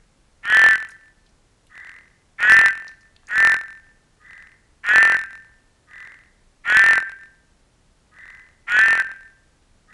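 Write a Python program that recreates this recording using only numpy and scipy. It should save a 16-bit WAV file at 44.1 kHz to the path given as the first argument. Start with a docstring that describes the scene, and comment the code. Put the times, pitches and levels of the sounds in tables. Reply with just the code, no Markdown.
"""Horned frogs in a plastic tub in a quiet room. From 0.4 s one croaks: its cords sing a rising tone
that a slower flutter chops into sidebands, and tub and room ring on. From 0.9 to 3.3 s wet feet tick
on the plastic. From 1.7 s soft wavering notes fall between five more croaks, the last at 8.7 s; one
more note starts at the very end. The recorder aliases and stutters once a buffer, so each croak
carries a faint falling tone and a fast crackle."""
import sys
import numpy as np
from scipy import signal
from scipy.fft import rfft, irfft
from scipy.io import wavfile

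SR = 44100
rng = np.random.default_rng(int(sys.argv[2]) if len(sys.argv) > 2 else 0)


def pcm_store(signal):
    """Save signal as 16-bit PCM."""
    levels = np.round(np.clip(np.atleast_2d(signal), -1, 1) * 32767)
    wavfile.write(sys.argv[1], SR, levels.astype(np.int16).T)


N = 437913
TIME_S = np.arange(N) / SR


def undb(db):
    """Decibels to gain."""
    return 10 ** (np.asarray(db) / 20)


def unit(x):
    """Scale to rms 1."""
    return x / np.sqrt(np.mean(x ** 2))


def add(out, start_s, sound):
    """Mix a sound in at start_s."""
    i = int(start_s * SR)
    part = sound[max(-i, 0):N - i]
    out[max(i, 0):max(i, 0) + len(part)] += part


def noise(points, size):
    """Noise of rms 1; spectrum points are (frequency [Hz], level [dB])."""
    hz, db = np.transpose(points)
    bins_hz = np.maximum(np.fft.rfftfreq(size, 1 / SR), 1)
    gain = undb(np.interp(np.log(bins_hz), np.log(hz), db))
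    return unit(irfft(rfft(rng.standard_normal(size)) * gain, size))


def walk(age_s, rate_hz):
    """Random values of spread 1, joined by straight lines."""
    return np.interp(age_s * rate_hz, np.arange(1024), rng.standard_normal(1024))


def phase(hz):
    """Running phase [rad] of a frequency curve."""
    return 2 * np.pi * np.cumsum(hz) / SR


def resonance(hz, centre_hz, width_hz):
    """Gain of one resonance, 1 at its centre."""
    return 1 / np.sqrt(1 + ((hz ** 2 - centre_hz ** 2) / (hz * width_hz)) ** 2)


def fade(age_s, edge_s):
    """Sine-squared fade in and out."""
    return np.sin(np.pi / 2 * np.clip(np.minimum(age_s, age_s[-1] - age_s) / edge_s, 0, 1)) ** 2


def envelope(age_s, start_db, attack_s, droop_db_per_s, end_db, release_s):
    """Gain of a call: attack from start_db down, drooping hold, release by end_db."""
    attack_db = start_db * np.exp(-age_s / attack_s)
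    release_db = end_db * np.exp((age_s - age_s[-1]) / release_s)
    return undb(-attack_db - droop_db_per_s * age_s - release_db)


def room_tone():
    """Steady, faint rumble and hiss of the room."""
    # (frequency [Hz], relative level [dB])
    spectrum = [(12, -30.5), (20, 2.5), (103, -9.5), (174, -12.5), (303, -17.5), (603, -20.5), (764, -23),
                (850, -21.5), (920, -23.5), (2030, -26.5), (2510, -29), (7800, -32), (11000, -36.5),
                (14300, -76.5), (22000, -120)]
    return undb(-59) * noise(spectrum, N)


def room_echo(x, t60_s, delay_s):
    """Diffuse echo of a small room, duller than the direct sound."""
    t = TIME_S[:SR]
    colour = [(100, -4), (1200, 0.5), (1750, 0.5), (2100, 2), (2800, -0.5), (4000, -8), (11000, -13)]
    tail = noise(colour, SR) * np.exp(-np.log(1000) * t / t60_s) * (t > delay_s)
    return signal.fftconvolve(x, tail / np.sqrt(np.sum(tail ** 2)))[:N]


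def tub_ring(x):
    """Standing waves between the plastic walls hold the tone after the call stops."""
    # air modes: (frequency [Hz], gain [dB], t60 [s])
    modes = [(1390, -18, .5), (1490, -0.5, 0.43), (1607, -8.5, 0.74), (1579, 0, .62), (1764, -8.5, 0.67),
             (1787, -20, 0.96), (2030, -17.5, .85), (2500, -8.5, 0.47), (2751, -8, 0.46), (3101, -6, .5)]
    t = TIME_S[:SR]
    ring = 0
    for hz, db, t60_s in modes:
        decay_per_s = np.log(1000) / t60_s
        gain = undb(db) * 2 * decay_per_s / SR
        ring += gain * np.exp(-decay_per_s * t) * np.sin(2 * np.pi * hz * t - np.pi / 8)
    return signal.fftconvolve(x, ring)[:N]


def recorder_alias(age_s, flutter):
    """A high overtone of the croak folded down by the recorder, drawn as a faint falling tone."""
    # envelope: (start drop [dB], attack [s], droop [dB/s], end drop [dB], release [s])
    shape = (85, 0.019, 47, 10, .03)
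    hz = 5150 + 2610 * np.exp(-age_s / .21) + 150 * walk(age_s, 500)
    return envelope(age_s, *shape) * np.cos(phase(hz)) * (1 + .6 * np.cos(flutter))


def foot_tick(peak_db, hz, t60_s):
    """A wet foot peels off the plastic: a short band of noise."""
    t = TIME_S[:SR // 4]
    band = [(hz / 4, -32), (hz / 1.4, -14), (hz / 1.3, 0),
            (hz * 1.26, -1), (hz * 1.4, -15), (hz * 3, -28)]
    burst = noise(band, len(t)) * np.exp(-np.log(1000) * t / t60_s)
    return undb(peak_db) * burst / np.abs(burst).max()


def soft_note(length_s, level_db):
    """Slack cords: a weak, unsteady upward glide with a low peep at its start."""
    # partials: (offset from the tone [flutter steps]), (relative level [dB])
    steps = [-3, -2, -1, 0, 1, 2]
    levels_db = [-19, -19.5, -8, -2.5, -1, -27.5]
    # envelope: (start drop [dB], attack [s], droop [dB/s], end drop [dB], release [s])
    shape = (30, 0.034, 2.4, 33, .065)
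    age_s = TIME_S[:int(length_s * SR)]
    cords = phase(1810 - 180 * np.exp(-age_s / .06) + 55 * walk(age_s, 230))
    flutter = phase(200 * (1 + .19 * walk(age_s, 200)))
    voice = unit(sum(undb(db) * np.cos(cords + k * flutter + k ** 2) for k, db in zip(steps, levels_db)))
    overtones = (undb(-23) * np.cos(2 * cords) + undb(-32) * np.cos(4 * cords)) * (1 + np.cos(flutter))
    peep_hz = 1250 + 18 * walk(age_s, 90)
    peep = undb(-54) * np.sin(phase(peep_hz)) * np.exp(-((age_s - .03) / .016) ** 2)
    note = undb(level_db) * envelope(age_s, *shape) * (voice + overtones)
    return fade(age_s, edge_s=.015) * (note + peep)


def cord_rasp(age_s, flutter):
    """The cords rasp as they start and hiss faintly at full voice, pulsed by the flutter."""
    # spectra: (frequency [Hz], relative level [dB])
    rasp_spectrum = [(300, -46.5), (800, -18.5), (1400, -8), (1900, 1), (2500, -11), (3400, -24),
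                     (4200, -36), (7000, -40), (11000, -48)]
    hiss_spectrum = [(2000, -15), (3800, 0), (6200, 0.5), (8500, -2), (11000, -13.5)]
    grit = undb(-32.5) + undb(3) * np.exp(-age_s / .033)
    rasp = grit * noise(rasp_spectrum, SR)[:len(age_s)]
    hiss = undb(-47) * noise(hiss_spectrum, SR)[:len(age_s)]
    return (1 + np.cos(flutter)) * (rasp + hiss)


def cord_octave(age_s, pitch_hz, cords, flutter_hz, flutter, sac_hz):
    """Octave lines slide through sac and throat resonances; the throat's dies as the sac fills."""
    # lines: (offset from the octave [flutter steps]), (relative level [dB])
    steps = [-6, -5, -4, -3, -2, -1, 0, 1, 2, 3]
    levels_db = [-3, -0.5, 0.5, -5, -0.5, -2.5, -7, -18, -25, -28.5]
    # envelope: (start drop [dB], attack [s], droop [dB/s], end drop [dB], release [s])
    shape = (38, .028, 17, 18, .035)
    throat_gain = undb(-4.5) / (1 + (age_s / .14) ** 8)
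    octave = 0
    for k, db in zip(steps, levels_db):
        line_hz = 2 * pitch_hz + k * flutter_hz
        sac = resonance(line_hz, sac_hz, width_hz=270)
        throat = throat_gain * resonance(line_hz, centre_hz=3314, width_hz=160)
        octave += undb(db) * (sac + throat) * np.cos(2 * cords + k * flutter + rng.uniform(0, 2 * np.pi))
    return envelope(age_s, *shape) * unit(octave)


def cord_tone(age_s, length_s, cords, flutter, tone_db, lower_db, upper_db):
    """Cord tone and flutter sidebands; also returns the effort, the rms of the three main lines."""
    # envelopes: (start drop [dB], attack [s], droop [dB/s], end drop [dB], release [s])
    tone_shape = (71, 0.042, 1, 24, 0.035)
    lower_shape = (47, .029, 6, 3.4, 0.011)
    upper_shape = (37.1, 0.025, 14, 20, 0.0091)
    # outer sidebands: (offset from the tone [flutter steps]), (level re main lines [dB])
    skirt_steps = [-4, -3, -2, 2, 3]
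    skirt_db = [-41.5, -36.5, -21.5, -26.5, -39]
    lead_rad = 1.48  # near a quarter turn: the flutter bends pitch more than level

    def line(k):
        return np.cos(cords + k * flutter + lead_rad * k ** 2)

    depth = undb(-6.5 * np.exp(-((age_s - .71 * length_s) / .051) ** 2))  # shallower at full swell
    tone = undb(tone_db) * envelope(age_s, *tone_shape)
    lower = undb(lower_db) * envelope(age_s, *lower_shape) * depth
    upper = undb(upper_db) * envelope(age_s, *upper_shape) * depth
    main = tone * line(0) + lower * line(-1) + upper * line(0.96)
    effort = np.sqrt(tone ** 2 + lower ** 2 + upper ** 2)
    skirt = sum(undb(db) * line(k) for k, db in zip(skirt_steps, skirt_db))
    return np.sqrt(2) * (main + effort * skirt), effort


def croak(length_s, top_hz, rise_s, flutter_hz, tone_db, lower_db, upper_db, octave_db, sac_hz,
          alias_db, weak_db):
    """Fluttering cords: pitch climbs as pressure builds and sags as it runs out; rough at both ends."""
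    glide_hz, sag_hz, sag_s, settle_s, recover_s = 245.6, 43, .035, .04, .06
    age_s = TIME_S[:int(length_s * SR)]
    left_s = length_s - age_s
    pressure = np.sin(np.pi / 2 * np.minimum(age_s / rise_s, 1))
    pitch_hz = top_hz - glide_hz * (1 - pressure) - sag_hz * np.exp(-left_s / sag_s)
    rough = .17 + 1.6 * np.exp(-age_s / settle_s) + 1.1 * np.exp(-left_s / settle_s)
    cords = phase(pitch_hz + 30 * rough * walk(age_s, 260))
    flutter = phase(flutter_hz * (1 + .04 * rough * walk(age_s, 210)))
    voice, effort = cord_tone(age_s, length_s, cords, flutter, tone_db, lower_db, upper_db)
    octave = undb(octave_db) * cord_octave(age_s, pitch_hz, cords, flutter_hz, flutter, sac_hz)
    rasp = effort * cord_rasp(age_s, flutter)
    waver_db = walk(age_s, rate_hz=45)
    swell = undb(waver_db - weak_db * np.exp(-age_s / recover_s)) * fade(age_s, edge_s=.016)
    return swell * (voice + octave + rasp + undb(alias_db) * recorder_alias(age_s, flutter))


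def scene():
    """Croaks, soft notes and feet in the tub, with the room's echo and tone."""
    # (start [s], length [s], top pitch [Hz], rise [s], flutter [Hz], tone [dB], lower sideband [dB],
    # upper sideband [dB], octave [dB], sac resonance [Hz], recorder alias [dB], start weakness [dB])
    croaks = [(0.422, 0.35, 1771, 0.18, 207.3, -10, -20, -18, -29.5, 3020, -56.5, 6.5),
              (2.376, 0.34, 1789, 0.2, 211.5, -9, -17.5, -16, -28.5, 2540, -47.5, 0),
              (3.268, 0.3, 1789, .155, 210.3, -8.5, -19.5, -19.5, -40.5, 2000, -45.5, 14),
              (4.827, 0.35, 1792, .205, 211, -8.5, -18, -18, -28, 2454, -45.5, 1.5),
              (6.634, 0.37, 1795, .22, 211.1, -11, -17, -19.5, -27, 2207, -46, 0.5),
              (8.664, 0.37, 1795, .22, 211.8, -13, -18, -23, -28, 2450, -45, -5)]
    # (start [s], length [s], level before the mix [dB])
    soft_notes = [(-.28, 0.29, -28.5), (1.685, 0.33, -40), (4.189, 0.34, -44.5), (5.862, 0.34, -40.5),
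                  (8.103, 0.38, -44), (9.866, 0.34, -44)]
    # (time [s], peak [dB], centre [Hz], t60 [s])
    foot_ticks = [(0.888, -37, 8300, 0.019), (0.905, -46, 9800, .1), (0.905, -43.5, 5400, 0.083),
                  (1.263, -52.5, 3920, .06), (1.291, -54, 4800, .04), (1.668, -50.5, 9400, .03),
                  (1.669, -53, 3620, .04), (2.880, -33, 4740, 0.023), (3.009, -50, 5260, .07),
                  (3.164, -35, 3400, 0.012), (3.233, -47.5, 1300, .018), (3.270, -40, 6040, 0.02),
                  (3.285, -43, 7960, .033)]
    loud, soft, feet = np.zeros((3, N))
    for start_s, *call in croaks:
        add(loud, start_s, croak(*call))
    for start_s, *note in soft_notes:
        add(soft, start_s, soft_note(*note))
    for start_s, *tick in foot_ticks:
        add(feet, start_s, foot_tick(*tick))
    send = undb(-18.5) * loud + undb(-6.5) * soft + undb(-11) * feet
    echo = room_echo(send, t60_s=0.58, delay_s=0.0065)
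    direct = loud + undb(-2) * soft + feet
    return (direct + tub_ring(loud) + echo + room_tone())[None]


def record(dry):
    """Peaks are cut flat; once a buffer a few samples are read early and the seams click; low-pass."""
    buffer, slip_start, slip_end, slip_ahead = 1024, 595, 624, 32  # [samples]
    ceiling, cutoff_hz = .7, 11300
    limited = np.clip(dry, -ceiling, ceiling)
    i = np.arange(N)
    slipped = (i % buffer >= slip_start) & (i % buffer < slip_end)
    stutter = limited[:, np.minimum(i + slip_ahead * slipped, N - 1)]
    return signal.sosfiltfilt(signal.butter(12, cutoff_hz, fs=SR, output="sos"), stutter)


dry = scene()
out = record(dry)
pcm_store(out)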